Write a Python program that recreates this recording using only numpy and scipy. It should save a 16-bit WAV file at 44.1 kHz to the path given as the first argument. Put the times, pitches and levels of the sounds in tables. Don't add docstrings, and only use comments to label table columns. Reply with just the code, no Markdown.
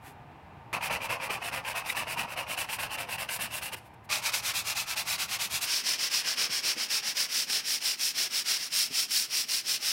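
import sys
import numpy as np
from scipy import signal
from scipy.fft import rfft, irfft
from scipy.io import wavfile
from scipy.ndimage import map_coordinates

SR = 44100
rng = np.random.default_rng(int(sys.argv[2]) if len(sys.argv) > 2 else 0)


def generate_wav(signal):
    frames = np.transpose(np.atleast_2d(signal))
    scaled = np.clip(frames, -1, 1) * 32767
    pcm = np.round(scaled).astype(np.int16)
    wavfile.write(sys.argv[1], SR, pcm)


N = 437472
TIME = np.arange(N) / SR
SANDING_START_S, LONG_START_S = .729, 5.666


# t/s, level/dB, tilt of hiss over panel drone/dB
EDGE_STROKES = [(0.703, -41.5, -3.0), (0.798, -41.6, 4.0), (0.895, -40.5, -1.0), (0.995, -44.3, 0.0),
                (1.081, -41.6, -3.0), (1.186, -44.5, -1.0), (1.289, -42.3, -2.0), (1.396, -44.1, 2.0),
                (1.51, -43.5, -1.0), (1.625, -43.8, -0.0), (1.741, -42.1, 0.0), (1.833, -43.3, 5),
                (1.943, -41.0, 0.0), (2.054, -43.3, 1.0), (2.159, -41.3, -4.0), (2.267, -48.5, -4.0),
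                (2.356, -43.6, -6.0), (2.457, -43.3, 1.0), (2.561, -41.0, 3.0), (2.669, -42.8, 3.0),
                (2.779, -42.2, -1.0), (2.89, -43.9, -2.0), (2.969, -44.1, -3.0), (3.065, -43.3, -1.0),
                (3.173, -43.4, -1.0), (3.273, -41.9, 5.0), (3.387, -41.8, 3.0), (3.49, -44.4, 4.0),
                (3.608, -44.9, 2.0), (3.713, -44.5, -2.0), (3.755, -58.6, -0.0)]
# place of top speed/fraction of stroke, pressure lost/dB
EDGE_HAND = [(.385, 3.4), (.63, 0)]
# f/Hz, level/dB
EDGE_COLOUR = [(50, -17.5), (125, -4.5), (390, -14.5), (500, -4.5), (700, 0.5), (980, 3), (1250, -3.5),
               (1750, -3.5), (2300, -4), (2850, -3.5), (3350, -10), (5200, -10), (6800, -16.5), (9500, -11),
               (15500, -18.5)]

def edge_sanding():
    return sanding(
        EDGE_STROKES, EDGE_HAND, EDGE_COLOUR, end_s=3.81, sharpen=-.1, turn_speed=.03,
        ring_hz=2620, ring_rise_hz=240, ring_db=8, ring_width_hz=570, modes_db=3, mode_step_hz=54.66,
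        layer_db=(1, 4.3, -4.4, -1.3), speed_powers=(.3, .76, 1.05, 1.85), brighten_db=12.5,
        grit_db=1.5, chatter_db=1.9, chatter_s=.0025, catch_db=1.6, bite_s=.017)


# t/s, level/dB, tilt/dB
FACE_STROKES = [(4.09, -37.4, -2.0), (4.214, -38.1, -1.0), (4.315, -38.3, 2.0), (4.418, -39.4, 2.0),
                (4.532, -39.6, 3.0), (4.636, -40.1, 0.0), (4.745, -39.7, -1.0), (4.855, -41.8, -2.0),
                (4.954, -39.7, -2.0), (5.045, -39.2, -0.0), (5.176, -40, -1.0), (5.275, -40.7, -3.0),
                (5.384, -40.3, 0.0), (5.491, -40.4, 1.0), (5.604, -40.5, 3.0)]
# place of top speed/fraction of stroke, pressure lost/dB
FACE_HAND = [(.405, 4.8), (.553, -2.5)]
# f/Hz, level/dB
FACE_COLOUR = [(50, -22), (130, -15), (410, -17), (700, -1), (1000, 0), (1700, 1.5), (3100, 0.5),
               (4000, 2.5), (5600, 2), (6600, -1), (9500, -2), (13000, -4.5), (15500, -8.5)]

def face_sanding():
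    return sanding(
        FACE_STROKES, FACE_HAND, FACE_COLOUR, end_s=5.675, sharpen=.2, turn_speed=.04,
        ring_hz=2540, ring_rise_hz=140, ring_db=9.5, ring_width_hz=730, modes_db=2.5, mode_step_hz=70.3,
        layer_db=(-5.9, 1.5, 2.6, 1.2), speed_powers=(.42, .78, 1.12, 1.25), brighten_db=5.5,
        grit_db=1.2, chatter_db=.9, chatter_s=.0019, catch_db=1, bite_s=.033)


# t/s, level/dB, tilt/dB
LONG_STROKES = [(5.643, -39.8, 2.0), (5.831, -39.0, 2.0), (5.974, -40, 0.0), (6.097, -38.4, 1.0),
                (6.231, -39.9, -3.0), (6.356, -38.4, -3.0), (6.488, -40.7, -1.0), (6.619, -38.7, -1.0),
                (6.752, -42.0, -4), (6.88, -39.3, 0.0), (7.016, -41.9, -3.0), (7.143, -39.4, 0.0),
                (7.277, -40.7, 2.0), (7.463, -40, -1.0), (7.628, -41.4, 3.0), (7.799, -40.5, 1.0),
                (7.966, -41.3, 4.0), (8.135, -40.2, -1.0), (8.292, -41.3, -0.0), (8.441, -38.8, -1.0),
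                (8.577, -45.7, -3.0), (8.697, -39.4, 3.0), (8.896, -40.5, 1.0), (9.076, -40.2, 4.0),
                (9.282, -41.0, 0.0), (9.462, -41.5, 1.0), (9.634, -40.9, -1.0), (9.791, -41, -3.0)]
# place of top speed/fraction of stroke, pressure lost/dB
LONG_HAND = [(.553, 3.2), (.5, .6)]
# f/Hz, level/dB
LONG_COLOUR = [(45, -64), (110, -15), (240, -13.5), (750, -9.5), (1200, -6.5), (1800, -4), (2600, 0.5),
               (3400, 0), (4500, 3), (5700, 3), (6500, -1.5), (9000, 0.5), (12000, -5), (15500, -6.5)]

def long_sanding():
    return sanding(
        LONG_STROKES, LONG_HAND, LONG_COLOUR, end_s=9.97, sharpen=.5, turn_speed=.09,
        ring_hz=5310, ring_rise_hz=60, ring_db=6.8, ring_width_hz=1000, modes_db=1.8, mode_step_hz=70,
        layer_db=(-11.1, .8, 7.8, 2.4), speed_powers=(.57, .77, 1.22, 1.4), brighten_db=9.5,
        grit_db=1.17, chatter_db=.9, chatter_s=.0025, catch_db=.95, bite_s=.029)


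def sanding(strokes, hand, colour, end_s, sharpen, turn_speed,
            ring_hz, ring_rise_hz, ring_db, ring_width_hz, modes_db, mode_step_hz,
            layer_db, speed_powers, brighten_db, grit_db, chatter_db, chatter_s, catch_db, bite_s):
    out, size = np.zeros(N), 16384
    hz = np.fft.rfftfreq(size, 1 / SR)
    ends = [row[0] for row in strokes[1:]] + [end_s]
    for k, ((start, level_db, bright_db), end) in enumerate(zip(strokes, ends)):
        peak_at, ease_db = hand[k % 2]
        progress = k / (len(strokes) - 1) - .5
        t = np.arange(np.clip(int((end - start) * SR), 2, size)) / SR
        phase = t / t[-1]
        speed = hand_speed(phase, start + t, peak_at, turn_speed) ** (1 + sharpen * progress)
        pressure = undb(ease_db * (.5 - phase))
        block_hz = ring_hz + ring_rise_hz * progress
        block_db = ring_db / (1 + (2 * (hz - block_hz) / ring_width_hz) ** 2)
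        sheet_db = modes_db * wander(hz, mode_step_hz) / (1 + hz / 9000)
        tilt_db = (bright_db + brighten_db * progress) * np.linspace(-.5, .5, 4)
        gains = undb(level_db + np.array(layer_db) + tilt_db)
        finer_db = 2 * progress * np.log2(np.maximum(hz / 6700, 1))
        tone = undb(colour_db(colour, hz) + block_db + sheet_db + finer_db)
        scrape = rfft(grit(size, grit_db)) * tone
        panel, body, rasp, hiss = split_layers(scrape, hz)[:, :len(t)]
        chatter = unit(undb(chatter_db * wander(t, chatter_s)))
        drag = chatter * unit(undb(catch_db * wander(t, .00967)))
        grab = bite(start + t, bite_s)
        layers = [panel * pressure * np.sqrt(drag * grab * chatter),
                  body * pressure * drag * grab,
                  rasp * drag * np.sqrt(pressure * grab / chatter),
                  hiss * np.sqrt(drag * grab)]
        for gain, layer, power in zip(gains, layers, speed_powers):
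            add(out, start, gain * unit(layer * speed ** power))
    return out * np.clip((TIME - SANDING_START_S) * SR / 20, 0, 1)


# t/s, half length/s, added loop speed/dB
SWING = (8.585, 0.037, -2)

def hand_speed(phase, times, peak_at, turn_speed):
    skewed = phase * (1 - peak_at) / (phase * (1 - peak_at) + (1 - phase) * peak_at)
    loop = turn_speed + swell(*SWING, t=times)
    return np.hypot(np.sin(np.pi * skewed), loop) / np.hypot(1, loop)


def grit(size, spread_db):
    catch = np.minimum(rng.standard_exponential(size), 7)
    return rng.standard_normal(size) * undb(spread_db * catch)


def split_layers(spectrum, hz):
    below = [1 / (1 + (hz / crossover_hz) ** 24) for crossover_hz in (1400, 3300, 6700)]
    return irfft(spectrum * np.diff([0 * hz, *below, 0 * hz + 1], axis=0))


# t/s, extra drag/dB
BITES = [(.808, 7), (1.001, 11), (1.092, 3), (1.2, 4), (1.648, 14), (1.96, 3), (2.067, 8), (2.171, 7),
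         (2.372, 6), (2.576, 5), (2.687, 11), (2.785, 4), (2.985, 6), (3.088, 6), (3.182, 3), (3.288, 19),
         (4.099, 3), (4.335, 5), (5.075, 4), (6.373, 6), (6.903, 3), (7.168, 4.5), (7.497, 3), (7.994, 3),
         (8.719, 6), (9.107, 7), (9.483, 5)]

def bite(t, relax_s, cling_db=-4, cling_s=.012):
    starts, drag_db = np.transpose(BITES)
    since = t - starts[:, None]
    loose = np.clip(since / .004 + .5, 0, 1)
    cling = ((1 - loose) * np.exp(-np.abs(since) / cling_s)).sum(axis=0)
    release = loose * np.exp(-np.maximum(since, 0) / relax_s)
    return undb(cling_db * cling + drag_db @ release)


# t/s, level/dB, f/Hz
BUMPS = [(3.732, -38, 540), (5.528, -46, 125), (6.489, -41.5, 216), (6.763, -37.5, 338), (8.902, -41, 257)]

def bumps(t60=.075, log_spread=.79, attack_s=.006):
    out, t = np.zeros(N), TIME[:SR // 2]
    for start, db, hz in BUMPS:
        modes_hz = hz * np.exp(log_spread * np.linspace(-1, 1, 5) + .049 * rng.standard_normal(5))
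        partials = np.sin(2 * np.pi * (modes_hz[:, None] * t + rng.random((5, 1))))
        ring = np.hanning(7)[1:-1] @ partials
        ring *= np.exp(-np.log(1000) * t / t60) * (1 - np.exp(-t / attack_s))
        add(out, start, undb(db) * ring / np.abs(ring).max())
    return out


# t/s, half length/s, level/dB
TOUCHES = [(0.076, 0.027, -51.5), (3.865, 0.013, -59.5), (3.943, .004, -60), (4.051, 0.0077, -60)]
# f/Hz, level/dB
TOUCH_COLOUR = [(300, -18), (1500, 7), (2600, 6), (4000, -2), (6000, -6), (8000, -3), (11000, -1),
                (15500, -6)]

def touches():
    return sum(swell(*touch) for touch in TOUCHES) * noise(TOUCH_COLOUR)


# t/s, half length/s, level/dB
SQUEAK = (1.9, 0.006, -29.5)
# f/Hz, level/dB
SQUEAK_COLOUR = [(1750, -24), (2050, 4), (2350, -6), (2900, -22), (3450, -19), (3800, 0), (4300, -39)]

def squeak():
    return swell(*SQUEAK) * noise(SQUEAK_COLOUR)


# f/Hz, level/dB
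FAN_COLOUR = [(25, -22), (50, -5), (125, 2.5), (200, -4), (330, -6.5), (450, -10), (600, -11), (760, -2),
              (1000, -6), (1500, -13.5), (2250, -17), (2520, -15.5), (3000, -24), (6500, -40),
              (15500, -44.5)]
# f/Hz, level/dB
LATE_BED_COLOUR = [(25, -32), (55, -35), (100, -2), (190, -2), (245, 3.5), (320, -2), (700, -10),
                   (1500, -12), (4000, -11), (15500, -14)]

def fan():
    drone = noise(FAN_COLOUR, ripple_db=2.4, ripple_hz=14)
    drone *= undb(.6 * wander(TIME, .053))
    drone *= undb(np.where(TIME < SANDING_START_S, -50, -52))
    late_bed = undb(-56) * noise(LATE_BED_COLOUR, ripple_db=1, ripple_hz=10)
    return np.where(TIME < LONG_START_S, drone, late_bed)


def workshop(x, wet_db, t60, dull_hz=8000):
    t = TIME[:SR // 2]
    tail = rng.standard_normal(len(t)) * np.exp(-np.log(1000) * t / t60) * (t > .004)
    tail = signal.sosfilt(signal.butter(1, dull_hz, fs=SR, output="sos"), tail / np.linalg.norm(tail))
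    return x + undb(wet_db) * signal.fftconvolve(x, tail)[:N]


def noise(points, ripple_db=0, ripple_hz=20):
    hz = np.fft.rfftfreq(N, 1 / SR)
    gain = undb(colour_db(points, hz) + ripple_db * wander(hz, ripple_hz))
    return unit(irfft(rfft(rng.standard_normal(N)) * gain, N))


def colour_db(points, hz):
    f, db = np.transpose(points)
    return np.interp(np.log(hz + 1), np.log(f), db)


def wander(axis, step):
    place = (axis - axis[0]) / step
    return map_coordinates(rng.standard_normal(4096), [place], order=2, mode="wrap")


def swell(peak_s, half_s, db, t=TIME):
    return undb(db) * np.exp(-.5 * ((t - peak_s) / half_s) ** 2)


def undb(db):
    return 10 ** (np.asarray(db) / 20)


def unit(x):
    return x / np.sqrt(np.mean(x ** 2) + 1e-18)


def add(track, start, sound):
    i = max(int(start * SR), 0)
    part = sound[:max(N - i, 0)]
    track[i:i + len(part)] += part


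def scene():
    edge, face, sweep = edge_sanding(), face_sanding(), long_sanding()
    small_block = workshop(edge + face, wet_db=-15, t60=.5)
    long_block = workshop(sweep, wet_db=-15.5, t60=.44)
    mono = small_block + long_block + bumps() + touches() + squeak() + fan()
    return np.array([mono, mono])


def record(dry):
    return signal.sosfilt(signal.ellip(12, .1, 80, 15800, fs=SR, output="sos"), dry)


dry = scene()
out = record(dry)
generate_wav(out)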